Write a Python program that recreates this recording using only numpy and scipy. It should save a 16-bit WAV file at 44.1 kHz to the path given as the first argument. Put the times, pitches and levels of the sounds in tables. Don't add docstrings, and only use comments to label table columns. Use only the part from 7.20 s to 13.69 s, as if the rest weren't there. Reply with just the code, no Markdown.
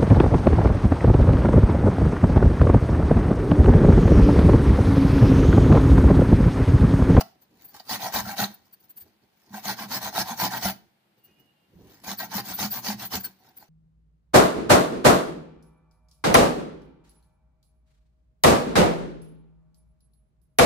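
import sys
import numpy as np
from scipy import signal
from scipy.fft import rfft, irfft, next_fast_len
from scipy.io import wavfile

SR = 44100
rng = np.random.default_rng(int(sys.argv[2]) if len(sys.argv) > 2 else 0)


def wav_out(sig):
    wavfile.write(sys.argv[1], SR, np.round(np.clip(np.atleast_2d(sig).T, -1, 1) * 32767).astype(np.int16))


def boost(x):
    u = np.asarray(x, float) / 20
    return 10 ** u


N = 286209
TIME = np.arange(N) / SR
SIZE = next_fast_len(N + SR)
HZ = np.maximum(np.fft.rfftfreq(SIZE, 1 / SR), 1)
CUTOFF_HZ = 15520
EDGE = np.sin(np.pi / 2 * np.clip((CUTOFF_HZ - HZ) / 90, 0, 1)) ** 2

# frequency in Hz, level in dB per Hz.
ROOM_TONE = [(18, -70), (30, -33.5), (209, -5), (279, -20), (326, -7.5), (382, -16), (795, -14),
             (1060, -19.5), (1990, -20), (3030, -21.5), (4490, -25), (6150, -34.5), (15800, -30)]
ROOM_TONE_DB = -70.5
# frequency in Hz, correlation.
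LIKE_NEAR = [(60, 0.8), (130, 1), (290, 0.9), (640, 0.85), (1410, 0.91), (3100, 0.093), (6800, -0.052)]
LIKE_FAR = [(60, .54), (130, 0.92), (290, 0.63), (640, 0.069), (1410, .0)]

# time of most force in seconds, rise in seconds,
# fall in seconds, tearing in dB, lean on the plate in dB. The next two tables have the same columns.
PUSHES = [(0.011, 0.0086, 0.01, -32.5, -10), (0.733, 0.037, 0.038, -31, -0.5),
          (0.963, 0.034, 0.048, -27.5, 1.5), (1.216, 0.042, 0.04, -28, 0), (2.495, 0.05, 0.042, -32, -2),
          (2.758, 0.054, 0.028, -30, -4.5), (3.003, 0.057, 0.025, -28, 0.2),
          (3.245, 0.058, 0.039, -28, -1.5), (3.457, 0.039, 0.053, -29, -2.5),
          (4.912, 0.049, 0.032, -37, 2.5), (5.19, 0.071, 0.023, -34, 3.5),
          (5.423, 0.041, 0.048, -30.5, -2.5), (5.686, 0.048, 0.051, -33.5, -2),
          (5.951, 0.035, 0.031, -31.5, 2)]
PULLS = [(0.851, 0.056, 0.051, -36, -0.8), (1.099, 0.058, 0.046, -39.5, 3.5),
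         (2.355, 0.026, 0.051, -45, -3), (2.609, 0.037, 0.051, -38.5, -3.5), (2.859, 0.05, 0.04, -35, -3.6),
         (3.103, 0.048, 0.044, -38.5, 0.9), (3.345, 0.041, 0.05, -34, -0.5),
         (5.006, 0.016, 0.056, -40.5, 2.5), (5.305, 0.057, 0.032, -38.5, 0), (5.566, 0.05, 0.035, -41.5, 2),
         (5.829, 0.043, 0.038, -40.5, -2)]
TOUCHES = [
    (0.559, 0.015, 0.025, -58, -26),
    (0.602, 0.0092, 0.0052, -57, -13),
    (6.055, 0.02, 0.018, -50.5, -33),
    (6.27, 0.073, 0.049, -76.5, 7.5),
    (6.416, 0.036, 0.037, -72, 3.5),
]
# tearing in dB, plate in dB, tray in dB.
PUSH_DB, PULL_DB, TOUCH_DB = (-0.5, -1.5, -7), (0, 2.5, -5.5), (-3, 9.5, -6.5)
# start in seconds, tearing in dB, plate in dB, tray in dB.
GRIPS = [
    (0, 0, -23, -3.5),
    (0.3, 0, -1, -1),
    (2, 0, 0.5, -0.55),
    (4, 1.5, -4, 2.5),
]
# time in seconds, half length in seconds, rumble in dB, rustle in dB.
MOVES = [(0.069, 0.033, -59, -59), (0.156, 0.018, -65, -72), (0.223, 0.025, -63, -64.5),
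         (0.328, 0.031, -58.5, -81), (0.42, 0.064, -60, -57.5), (0.557, 0.027, -54, -48),
         (0.6, 0.011, -61, -49), (0.67, 0.042, -73, -54), (1.304, 0.04, -61, -52),
         (1.46, 0.093, -67, -66.5), (1.638, 0.066, -65, -68.5), (1.76, 0.03, -67, -74),
         (1.859, 0.062, -60, -65.5), (2.041, 0.022, -64.5, -70.5), (2.297, 0.16, -69, -62.5),
         (3.56, 0.073, -58, -65), (3.859, 0.04, -78, -84.5), (3.982, 0.019, -64.5, -72.5),
         (4.08, 0.048, -62, -67), (4.206, 0.049, -59.5, -68.5), (4.424, 0.027, -69.5, -86),
         (4.541, 0.034, -56, -75.5), (4.598, 0.054, -49, -75), (4.648, 0.04, -49.5, -68),
         (4.719, 0.096, -54.5, -55), (4.844, 0.0073, -61.5, -40), (6.063, 0.038, -53, -50.5),
         (6.268, 0.058, -61.5, -61), (6.372, 0.0544, -62, -67), (6.428, 0.033, -66.5, -59.5)]

# time in seconds, plate peak in dB.
BITES = [(0.547, -41), (0.009, -26.5), (0.221, -61), (1.639, -52), (0.694, -21), (0.933, -42), (1.774, -59),
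         (1.181, -27), (2.453, -20), (2.715, -42), (3.015, -31), (3.199, -23), (4.838, -39), (5.005, -42),
         (5.142, -38), (5.39, -40), (5.515, -43.5), (5.668, -20), (5.798, -33), (6.236, -50),
         (5.922, -46.5), (5.939, -30)]
# time in seconds, plate peak in dB, pitch of the contact point in Hz.
CATCHES = [(0.0093, -20.5, 710), (0.546, -35.5, 818), (0.602, -35, 764), (0.694, -26, 854),
           (0.724, -45, 930), (0.812, -33, 826), (0.846, -37, 776), (0.869, -25, 770), (0.937, -38, 970),
           (0.96, -16, 810), (1.064, -30, 720), (1.091, -26, 806), (1.181, -24.5, 774), (1.204, -24, 790),
           (1.228, -14.5, 759), (2.342, -28.5, 880), (2.374, -35, 740), (2.441, -35, 880),
           (2.454, -27.5, 751), (2.493, -23, 840), (2.588, -30, 1084), (2.711, -33, 890), (2.717, -24, 924),
           (2.831, -33, 815), (2.857, -22.5, 953), (2.928, -40, 770), (2.957, -35, 860),
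           (2.979, -16.5, 744), (3.016, -23, 784), (3.119, -32, 750), (3.178, -33, 900), (3.199, -22, 814),
           (3.219, -20.5, 720), (3.245, -19, 770), (3.265, -21.5, 762), (3.312, -32, 800),
           (3.339, -22, 950), (3.43, -33, 781), (3.455, -16.5, 710), (3.485, -27, 836), (4.838, -49, 673),
           (4.86, -51, 706), (4.879, -32.5, 820), (5.004, -44, 786), (5.032, -29, 750), (5.118, -30, 900),
           (5.127, -29, 920), (5.141, -21.5, 920), (5.182, -26, 820), (5.265, -48, 790),
           (5.389, -24.5, 798), (5.434, -30, 840), (5.636, -44, 960), (5.667, -29, 835), (5.685, -28, 970),
           (5.701, -21.5, 798), (5.825, -37, 820), (5.917, -37, 920), (5.94, -23.5, 833),
           (6.425, -38.5, 792)]
BITE_CRACK_DB, CATCH_CRACK_DB = -3, -18
# frequency in Hz, left in dB per Hz, right in dB per Hz.
TEARING = [(294, -9.5, -14), (570, -0.5, 1), (1174, -11.5, -6), (1890, -6.5, -9), (2610, -13, -7),
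           (3580, -8, -9.5), (4170, -3.5, -3.5), (5100, -14.5, -2), (6300, -4, -10), (7380, -11, -24.5),
           (10000, -16.5, -19.5), (10660, -9, -18.5), (13200, -10, -11), (14810, 1.5, -8.5)]

# frequency in Hz, width in Hz, level in dB.
PLATE = [(640, 28, -3), (755.5, 54, 2), (814, 38.3, 3.5), (836, 44, -1), (933.5, 40, -5), (836, 250, -8),
         (1009, 130, -2.5), (1337, 47, -11.5), (1561, 94, -6), (1893, 44, -5.5), (2257, 65, -10.5)]
FOCUS_DB, FAR_MODE_DB = 39.5, 3.5
# frequency in Hz, width in Hz, level in dB.
TRAY = [(73.4, 7.7, -14.5), (120, 11, 0), (188, 16.5, 0), (216, 10.6, 1), (258, 32, -6), (335.4, 31, -8.5),
        (437, 44, -16)]
# time in seconds, peak in dB, frequency in Hz.
FREE_RING = [
    (0.0095, -37, 664),
    (0.0095, -39, 766),
    (0.0095, -54, 1390),
    (0.0095, -51, 1992),
    (0.0095, -50, 4000),
    (0.0095, -48, 5378),
]
# time in seconds, peak in dB, frequency in Hz.
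BARKS = [(0.6948, -28, 1890), (0.754, -27.5, 1870), (0.9333, -34, 1490), (0.9542, -26.5, 1620),
         (1.052, -33, 1400), (1.092, -30.5, 1580), (1.1922, -23, 1460), (1.2144, -24, 1873),
         (1.2346, -26, 1324), (2.3431, -32, 1570), (2.49, -26, 1900), (2.5875, -29.5, 1600),
         (2.7122, -29.5, 1430), (2.9547, -27, 1310), (3.1914, -27.5, 1900), (3.3034, -30, 1780),
         (3.455, -22.5, 1405), (5.0025, -31, 1574), (5.3906, -31, 1560), (5.435, -35, 1430),
         (5.9199, -41, 1220), (5.9509, -29, 1570)]
# time in seconds, peak in dB, frequency in Hz.
FOOT_KNOCKS = [(0.958, -44.5, 333), (1.186, -43, 440), (1.223, -39, 385), (2.748, -40, 330),
               (2.957, -44, 417), (3.245, -37, 272), (3.457, -36, 342), (4.6, -51, 200),
               (4.639, -48.5, 388), (5.179, -39, 423), (5.427, -34, 272), (5.685, -42, 352),
               (5.94, -35.5, 433), (5.935, -32, 241), (5.97, -33, 191), (6.07, -53, 342)]
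LEFT_LAG = 4

# time in seconds, half length in seconds, sizzle in dB, ring over sizzle in dB.
CLINKS = [(0.224, 0.024, -56, -20), (0.452, 0.021, -42, -36), (0.493, 0.033, -50, -14),
          (1.344, 0.012, -45, -18), (1.457, 0.024, -69, -3), (1.536, 0.018, -45, -16),
          (1.608, 0.019, -58.5, -17), (1.645, 0.027, -57.5, -25), (1.704, 0.02, -42, -24.5),
          (1.777, 0.022, -38.5, -23.5), (1.813, 0.028, -40.5, -22.5), (3.99, 0.027, -70, -11.5),
          (4.05, 0.022, -51, -24.5), (4.201, 0.019, -60, -27), (4.992, 0.03, -32.5, -8),
          (5.35, 0.025, -28.5, -17.5), (5.522, 0.029, -26, -25), (5.573, 0.049, -33, -28),
          (5.859, 0.028, -31, -30), (6.008, 0.017, -34, -16), (6.049, 0.024, -27.5, -19),
          (6.198, 0.017, -63.5, -8), (6.293, 0.011, -60, -4), (6.376, 0.017, -39.5, -28),
          (6.404, 0.02, -52, -10.5)]
# time in seconds, peak of second mode in dB, frequency in Hz.
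PINGS = [(0.4967, -57, 4640), (1.5352, -57, 4450), (1.5454, -64, 4410), (1.705, -61.5, 4390),
         (1.7743, -59, 4440), (1.814, -58, 4860), (1.8257, -60.5, 4630), (4.0525, -64.5, 4630),
         (5.5126, -39, 4760), (6.043, -28.5, 4440), (6.0552, -38, 4400), (6.066, -38, 4320),
         (6.4144, -55, 4170)]
RING_RATIOS = np.array([1 / 2.83, 1, 5.42 / 2.83, 8.77 / 2.83])
BANGLE_HZ, BANGLE_SPREAD, THIRD_MODE_DB = 4620, 0.025, -11
# frequency in Hz, left in dB, right in dB.
SIZZLE = [(3040, -22.5, -22.0), (9000, -25.5, -28.0), (11950, -18.5, -29.5), (13930, -7.0, -4.5),
          (16100, -3.0, -16.0)]

# time in seconds, peak in dB, frequency in Hz.
SNAPS = [(0.5978, -28.5, 4650), (0.6909, -26, 5430), (0.7009, -21, 4480), (0.7215, -17, 5340),
         (0.7996, -31, 3720), (0.819, -21.5, 3950), (0.841, -21, 4400), (0.927, -35, 3960),
         (0.9362, -22, 6000), (0.9594, -13.5, 4200), (0.9872, -22, 4980), (1.1713, -27, 6350),
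         (1.1853, -22, 4120), (1.2384, -12, 4035), (2.4444, -34, 6580), (2.4539, -27, 6620),
         (2.4738, -29, 4260), (2.7118, -39, 4500), (2.7293, -38, 4120), (2.7427, -35, 4170),
         (2.8191, -33, 4130), (2.8595, -31, 4140), (2.9403, -39, 4630), (2.9587, -32, 4020),
         (2.9822, -24, 4600), (3.0136, -14, 5100), (3.1753, -28, 5870), (3.1947, -30, 4400),
         (3.2127, -23, 4600), (3.2491, -15.5, 5020), (3.3109, -35, 5890), (3.3334, -25, 4670),
         (3.4117, -34, 4670), (3.4316, -28, 4600), (3.445, -22, 5970), (4.8834, -32.5, 3850),
         (4.914, -22, 3900), (4.9891, -24, 4420), (5.0026, -24, 4180), (5.12, -30, 6100),
         (5.1473, -23, 5740), (5.1812, -22, 4170), (5.2595, -33, 4900), (5.2874, -38, 4200),
         (5.3882, -37, 5130), (5.4115, -19, 6150), (5.5116, -27.5, 4760), (5.5643, -36, 4350),
         (5.6377, -39, 4280), (5.6496, -33, 4600), (5.666, -26, 3880), (5.684, -24, 4260), (5.8, -40, 4080),
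         (5.917, -30, 5480), (5.936, -24, 4550)]
# time in seconds, peak in dB, frequency in Hz.
BOOMS = [(0.709, -32.5, 205), (0.949, -30.5, 220), (1.01, -32.5, 203), (1.066, -32.5, 208),
         (1.189, -26.5, 212.3), (1.222, -25, 201.7), (2.305, -41, 211.3), (2.335, -31, 209.7),
         (2.459, -30.5, 200), (2.525, -44, 223), (2.605, -35, 203), (2.637, -30.5, 205.7),
         (2.702, -37.5, 240), (2.833, -36, 203), (2.997, -48, 188), (3.111, -33.5, 230),
         (3.226, -27.5, 180.6), (3.365, -34.5, 211), (3.453, -20, 194), (4.555, -45.5, 168.4),
         (4.85, -48, 197), (4.879, -33.5, 198), (5.151, -26.5, 199), (5.31, -44, 188), (5.406, -30.5, 202),
         (5.443, -21.5, 208.6), (5.558, -37, 216), (5.687, -22, 208), (5.836, -46, 190), (5.74, -35.5, 209),
         (0.83, -40.5, 124), (1.03, -43, 122), (5.751, -40, 120), (2.309, -50.5, 110), (6.075, -53, 191)]
BOOM_T60_S, DAMPING_PER_DB = 0.25, 0.025
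# time in seconds, peak in dB.
THUDS = [(0.708, -44), (0.949, -35), (1.011, -36), (1.067, -38), (1.191, -54), (1.82, -56), (2.461, -46),
         (2.702, -50), (2.833, -46.5), (2.998, -36.5), (3.365, -42), (3.453, -27.5), (4.555, -46.5),
         (4.628, -47), (4.878, -43.5), (5.152, -41), (5.31, -41), (5.406, -40.5), (5.686, -46),
         (5.926, -48), (5.957, -32.5)]
# frequency in Hz, start in seconds, end in seconds, level in dB.
HORN = [
    (2895, 4.03, 4.35, -74),
    (2830, 3.97, 4.33, -74),
    (2810, 4.34, 4.5, -79),
    (2510, 4.07, 4.13, -73),
    (2470, 4.14, 4.21, -78),
    (3120, 4.32, 4.55, -87),
    (2825, 4.5, 4.75, -85),
]


def rms_one(x):
    return x / np.sqrt(np.mean(x ** 2) + 1e-20)


def over_hz(points, column=1):
    points = np.array(points)
    return np.interp(np.log(HZ), np.log(points[:, 0]), points[:, column])


def wander(per_s):
    knots = rng.standard_normal(400)
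    return np.interp(TIME * per_s, np.arange(len(knots)), knots)


def flicker(spread_db, per_s):
    knots = rng.standard_normal(400)
    gain_db = spread_db * np.interp(TIME[::64] * per_s, np.arange(len(knots)), knots)
    return np.repeat(boost(gain_db), 64)[:N]


def grains(per_s, spread_db):
    sizes = boost(spread_db * np.minimum(rng.exponential(1, N), 3.5)) * rng.choice([-1, 1], N)
    return rms_one(sizes * (rng.random(N) < per_s / SR))


def impulses(rows, db):
    out = np.zeros(N)
    s, peak_db = np.transpose(rows)[:2]
    out[(s * SR).astype(int)] = boost(peak_db + db)
    return out


def knocks(rows, rise_s, decay_s, db):
    out, after = np.zeros(N + 4000), np.arange(4000) / SR
    envelope = (1 - np.exp(-after / rise_s)) * np.exp(-after / decay_s)
    for s, peak_db, hz in rows:
        start = int(s * SR)
        out[start:start + len(after)] += boost(peak_db + db) * np.sin(2 * np.pi * hz * after) * envelope
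    return out[:N]


def hump(s, rise, fall, blunt):
    out = np.zeros(N)
    near = slice(max(int((s - 6 * rise) * SR), 0), max(int((s + 6 * fall) * SR), 0))
    t = TIME[near]
    out[near] = boost(-10 * np.where(t < s, (s - t) / rise, (t - s) / fall) ** blunt)
    return out


def force(column, lag, blunt):
    power = np.zeros(N)
    for rows, share_db in [(PUSHES, PUSH_DB), (PULLS, PULL_DB), (TOUCHES, TOUCH_DB)]:
        for s, rise, fall, db, lean_db in rows:
            grip_db = [g[1:] for g in GRIPS if g[0] <= s][-1]
            db = db + share_db[column] + grip_db[column] + lean_db * (column == 1)
            power += (hump(s + lag, rise, fall, blunt) * boost(db)) ** 2
    return np.sqrt(power)


def pauses(column):
    power = sum((hump(m[0], m[1] * 0.82, m[1] * 1.15, blunt=0.92) * boost(m[column + 1])) ** 2 for m in MOVES)
    return np.sqrt(power)


def resonate(x, hz, width_hz):
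    r = np.exp(-np.pi * width_hz / SR)
    zeros = [(1 - r * r) / 2, 0, (r * r - 1) / 2]
    poles = [1, -2 * r * np.cos(2 * np.pi * hz / SR), r * r]
    return signal.lfilter(zeros, poles, x + 1e-18)


def favour(hz):
    s, _, contact_hz = np.transpose(CATCHES)
    octaves = np.abs(np.log2(hz / np.interp(TIME[::64], s, contact_hz)))
    return np.repeat(boost(3.5 - np.minimum(FOCUS_DB * octaves, FAR_MODE_DB)), 64)[:N]


def body(push, modes, shift_db=0., focus=False):
    scale = np.sqrt(sum(boost(2 * db) * np.pi * width / SR for hz, width, db in modes))
    out = np.zeros(N)
    for k, (hz, width, db) in enumerate(modes):
        gain = boost(db) * flicker(shift_db, 14.)
        if focus and hz < 1150:
            gain = gain * favour(hz)
        out += (-1) ** k * resonate(gain * push, hz, width)
    return out / scale


def pair(mid, side, likeness, left_db=0, right_db=0):
    alike = np.clip(over_hz(likeness), -1, 1)
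    shared = np.sqrt(1 + alike) * rfft(mid, SIZE)
    own = np.sqrt(1 - alike) * rfft(side, SIZE)
    colour = boost(np.array([left_db + 0 * HZ, right_db + 0 * HZ])) * np.sqrt(EDGE)
    colour = colour / np.sqrt(2 * np.mean(colour ** 2))
    return irfft(colour * [shared + own, shared - own], SIZE)[:, :N]


def room_tone():
    mid, side = rng.standard_normal((2, N))
    tone_db = over_hz(ROOM_TONE)
    return boost(ROOM_TONE_DB + 1.0) * pair(mid, side, LIKE_FAR, tone_db + .3, tone_db - .3)


def tearing():
    bursts = signal.lfilter([.05], [1, -.95], np.abs(grains(800., spread_db=3.)))
    bursts = rms_one(.5 + bursts * 1.1)
    scuffs = signal.lfilter([.02], [1, -.98], np.abs(grains(380.0, spread_db=2.5)))
    scuffs = rms_one(0.25 + scuffs * 1.7)
    cracks = impulses(BITES, db=BITE_CRACK_DB - 11.5) + impulses(CATCHES, db=CATCH_CRACK_DB - 14.5)
    level = force(column=0, lag=.0, blunt=2.61) * bursts + boost(-3.5) * pauses(column=2) * scuffs
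    level += signal.lfilter([1], [1, -.99], cracks)
    hiss = level * rng.standard_normal((3, 2, N))
    high_modes = np.geomspace(1100, 17000, 46) * boost(rng.normal(0, 0.12, 46))
    torn = 0.32 * hiss[2]
    for k, hz in enumerate(high_modes):
        torn = torn + resonate(flicker(spread_db=5.0, per_s=35.) * hiss[k % 2], hz, hz * 0.038)
    return boost(2) * pair(*torn, LIKE_NEAR, over_hz(TEARING, column=1), over_hz(TEARING, column=2))


def plate(digs):
    buzz = force(column=1, lag=-0.00038, blunt=2.8) * boost(-1.5) + boost(-6) * pauses(column=2)
    return body(buzz * grains(900.0, spread_db=4.3) + digs, PLATE, shift_db=3.5, focus=True)


def tray():
    boom = force(column=2, lag=-0.0018, blunt=1.29) * boost(-2.5)
    return body(boom * grains(700., spread_db=2.5), TRAY, shift_db=1.5)


def sliding():
    band = signal.butter(3, [65., 400.], "band", fs=SR, output="sos")
    slips = pauses(column=1) * flicker(spread_db=3.0, per_s=39.0) * grains(3200.0, spread_db=3.0)
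    return boost(14.0) * signal.sosfilt(band, slips)


def steel():
    mid = plate(impulses(CATCHES, db=12.5)) + tray() + sliding()
    side = plate(0) + tray() + sliding()
    mid += knocks(CATCHES, rise_s=0.001, decay_s=0.0046, db=-0.5)
    mid += knocks(FREE_RING, rise_s=0.0012, decay_s=0.038, db=-5.0)
    mid += knocks(BARKS, rise_s=.002, decay_s=0.0083, db=-3.0)
    mid += knocks(FOOT_KNOCKS, rise_s=.004, decay_s=.016, db=1.5)
    return pair(mid + booms(), side, LIKE_NEAR, -0.86, 0.59)


def bangles():
    rings, sizzle = np.zeros(N), np.zeros(N)
    ticks = grains(3600.0, spread_db=8.0)
    for (s, half, sizzle_db, ring_db), size in zip(CLINKS, rng.standard_normal(len(CLINKS))):
        near = slice(max(int((s - .06) * SR), 0), int((s + .12) * SR))
        touch = hump(s, half * 0.49, half * 0.72, blunt=2.1)
        sizzle += boost(sizzle_db) * touch
        modes_hz = BANGLE_HZ * (1 + BANGLE_SPREAD * size) * RING_RATIOS
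        for mode_hz, db in zip(modes_hz, [-8, 0, THIRD_MODE_DB, 4]):
            gain = boost(sizzle_db + ring_db + db + 16.5)
            rings[near] += gain * resonate((ticks * touch)[near], mode_hz, 167.0)
    hiss = sizzle * rng.standard_normal((2, N))
    bright = 0.41 * hiss
    for hz in np.linspace(8400, 15400, 18):
        bright = bright + resonate(flicker(spread_db=4.0, per_s=32.0) * hiss, hz, 163.0)
    bright = pair(*bright, LIKE_FAR, over_hz(SIZZLE, column=1), over_hz(SIZZLE, column=2))
    return rings * boost([[1.5], [-1.5]]) + boost(-3.0) * bright


def pings():
    out = np.zeros(N)
    for ratio, mode_db in zip(RING_RATIOS, [-7., -2., -10.]):
        rows = [(s, db, hz * ratio) for s, db, hz in PINGS]
        out += knocks(rows, rise_s=0.0011, decay_s=.006, db=mode_db)
    return out


def snaps():
    ping = knocks(SNAPS, rise_s=0.0018, decay_s=.006, db=-4.5)
    rough = signal.lfilter([1], [1, -1.9, .9025], rng.standard_normal((2, N)))
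    return boost([[-0.6], [0.6]]) * rms_one(rough) * ping


def booms():
    out, after = np.zeros(N + SR // 2), np.arange(SR // 2) / SR
    for s, db, hz in BOOMS:
        t60 = np.clip(BOOM_T60_S * (1 - DAMPING_PER_DB * (db + 30.0)), .05, 1)
        ring = np.sin(2 * np.pi * hz * after) * (1 - np.exp(-after / 0.0032)) * boost(-60 * after / t60)
        out[int(s * SR):int(s * SR) + len(after)] += boost(db - 2.5) * ring
    thud = np.sin(2 * np.pi * 85.0 * after) * np.exp(-after / 0.022)
    return out[:N] + signal.fftconvolve(impulses(THUDS, db=-4.0), thud)[:N]


def horn():
    out = np.zeros((2, N))
    for hz, start, end, db in HORN:
        blown = np.clip(np.minimum(TIME - start, end - TIME) / 0.033, 0, 1) * boost(-8 * (TIME - start))
        fading = boost(db + 0.8 + 5.5 * np.array([wander(35.), wander(35.)]))
        out += fading * blown * np.sin(2 * np.pi * hz * TIME + .6 * wander(50.))
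    return out


def kitchen(x, t60, dull_hz):
    s = np.arange(SR // 2) / SR
    noise = rng.standard_normal((2, len(s))) * (s > .006)
    lows = signal.lfilter(*signal.butter(1, dull_hz, fs=SR), noise)
    tail = lows * boost(-60 * s / t60) + (noise - lows) * boost(-60 * s / (t60 * 0.72))
    tail = tail / np.sqrt(np.sum(tail ** 2) / 2)
    return irfft(rfft(x, SIZE) * rfft(tail, SIZE), SIZE)[:, :N]


def scene():
    near = tearing() + snaps() + steel()
    near = np.array([np.pad(near[0], (LEFT_LAG, 0))[:N], near[1]])
    wrist = bangles() + pings()
    echo = boost(-15.5) * kitchen(near + 0.56 * wrist, t60=0.33, dull_hz=4000)
    return near + wrist + echo + horn() + room_tone()


def roll_off(x):
    return signal.sosfilt(signal.butter(12, 16850, fs=SR, output="sos"), x)


def record(dry):
    skirt = boost(-38.5) * np.clip((CUTOFF_HZ + 350 - HZ) / 200, 0, 1)
    bass_loss = np.sqrt(1 + (28.0 / HZ) ** 4)
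    mix = irfft(rfft(dry, SIZE) / bass_loss * np.maximum(EDGE, skirt), SIZE)[:, :N]
    return roll_off(mix)


dry = scene()
out = record(dry)
wav_out(out)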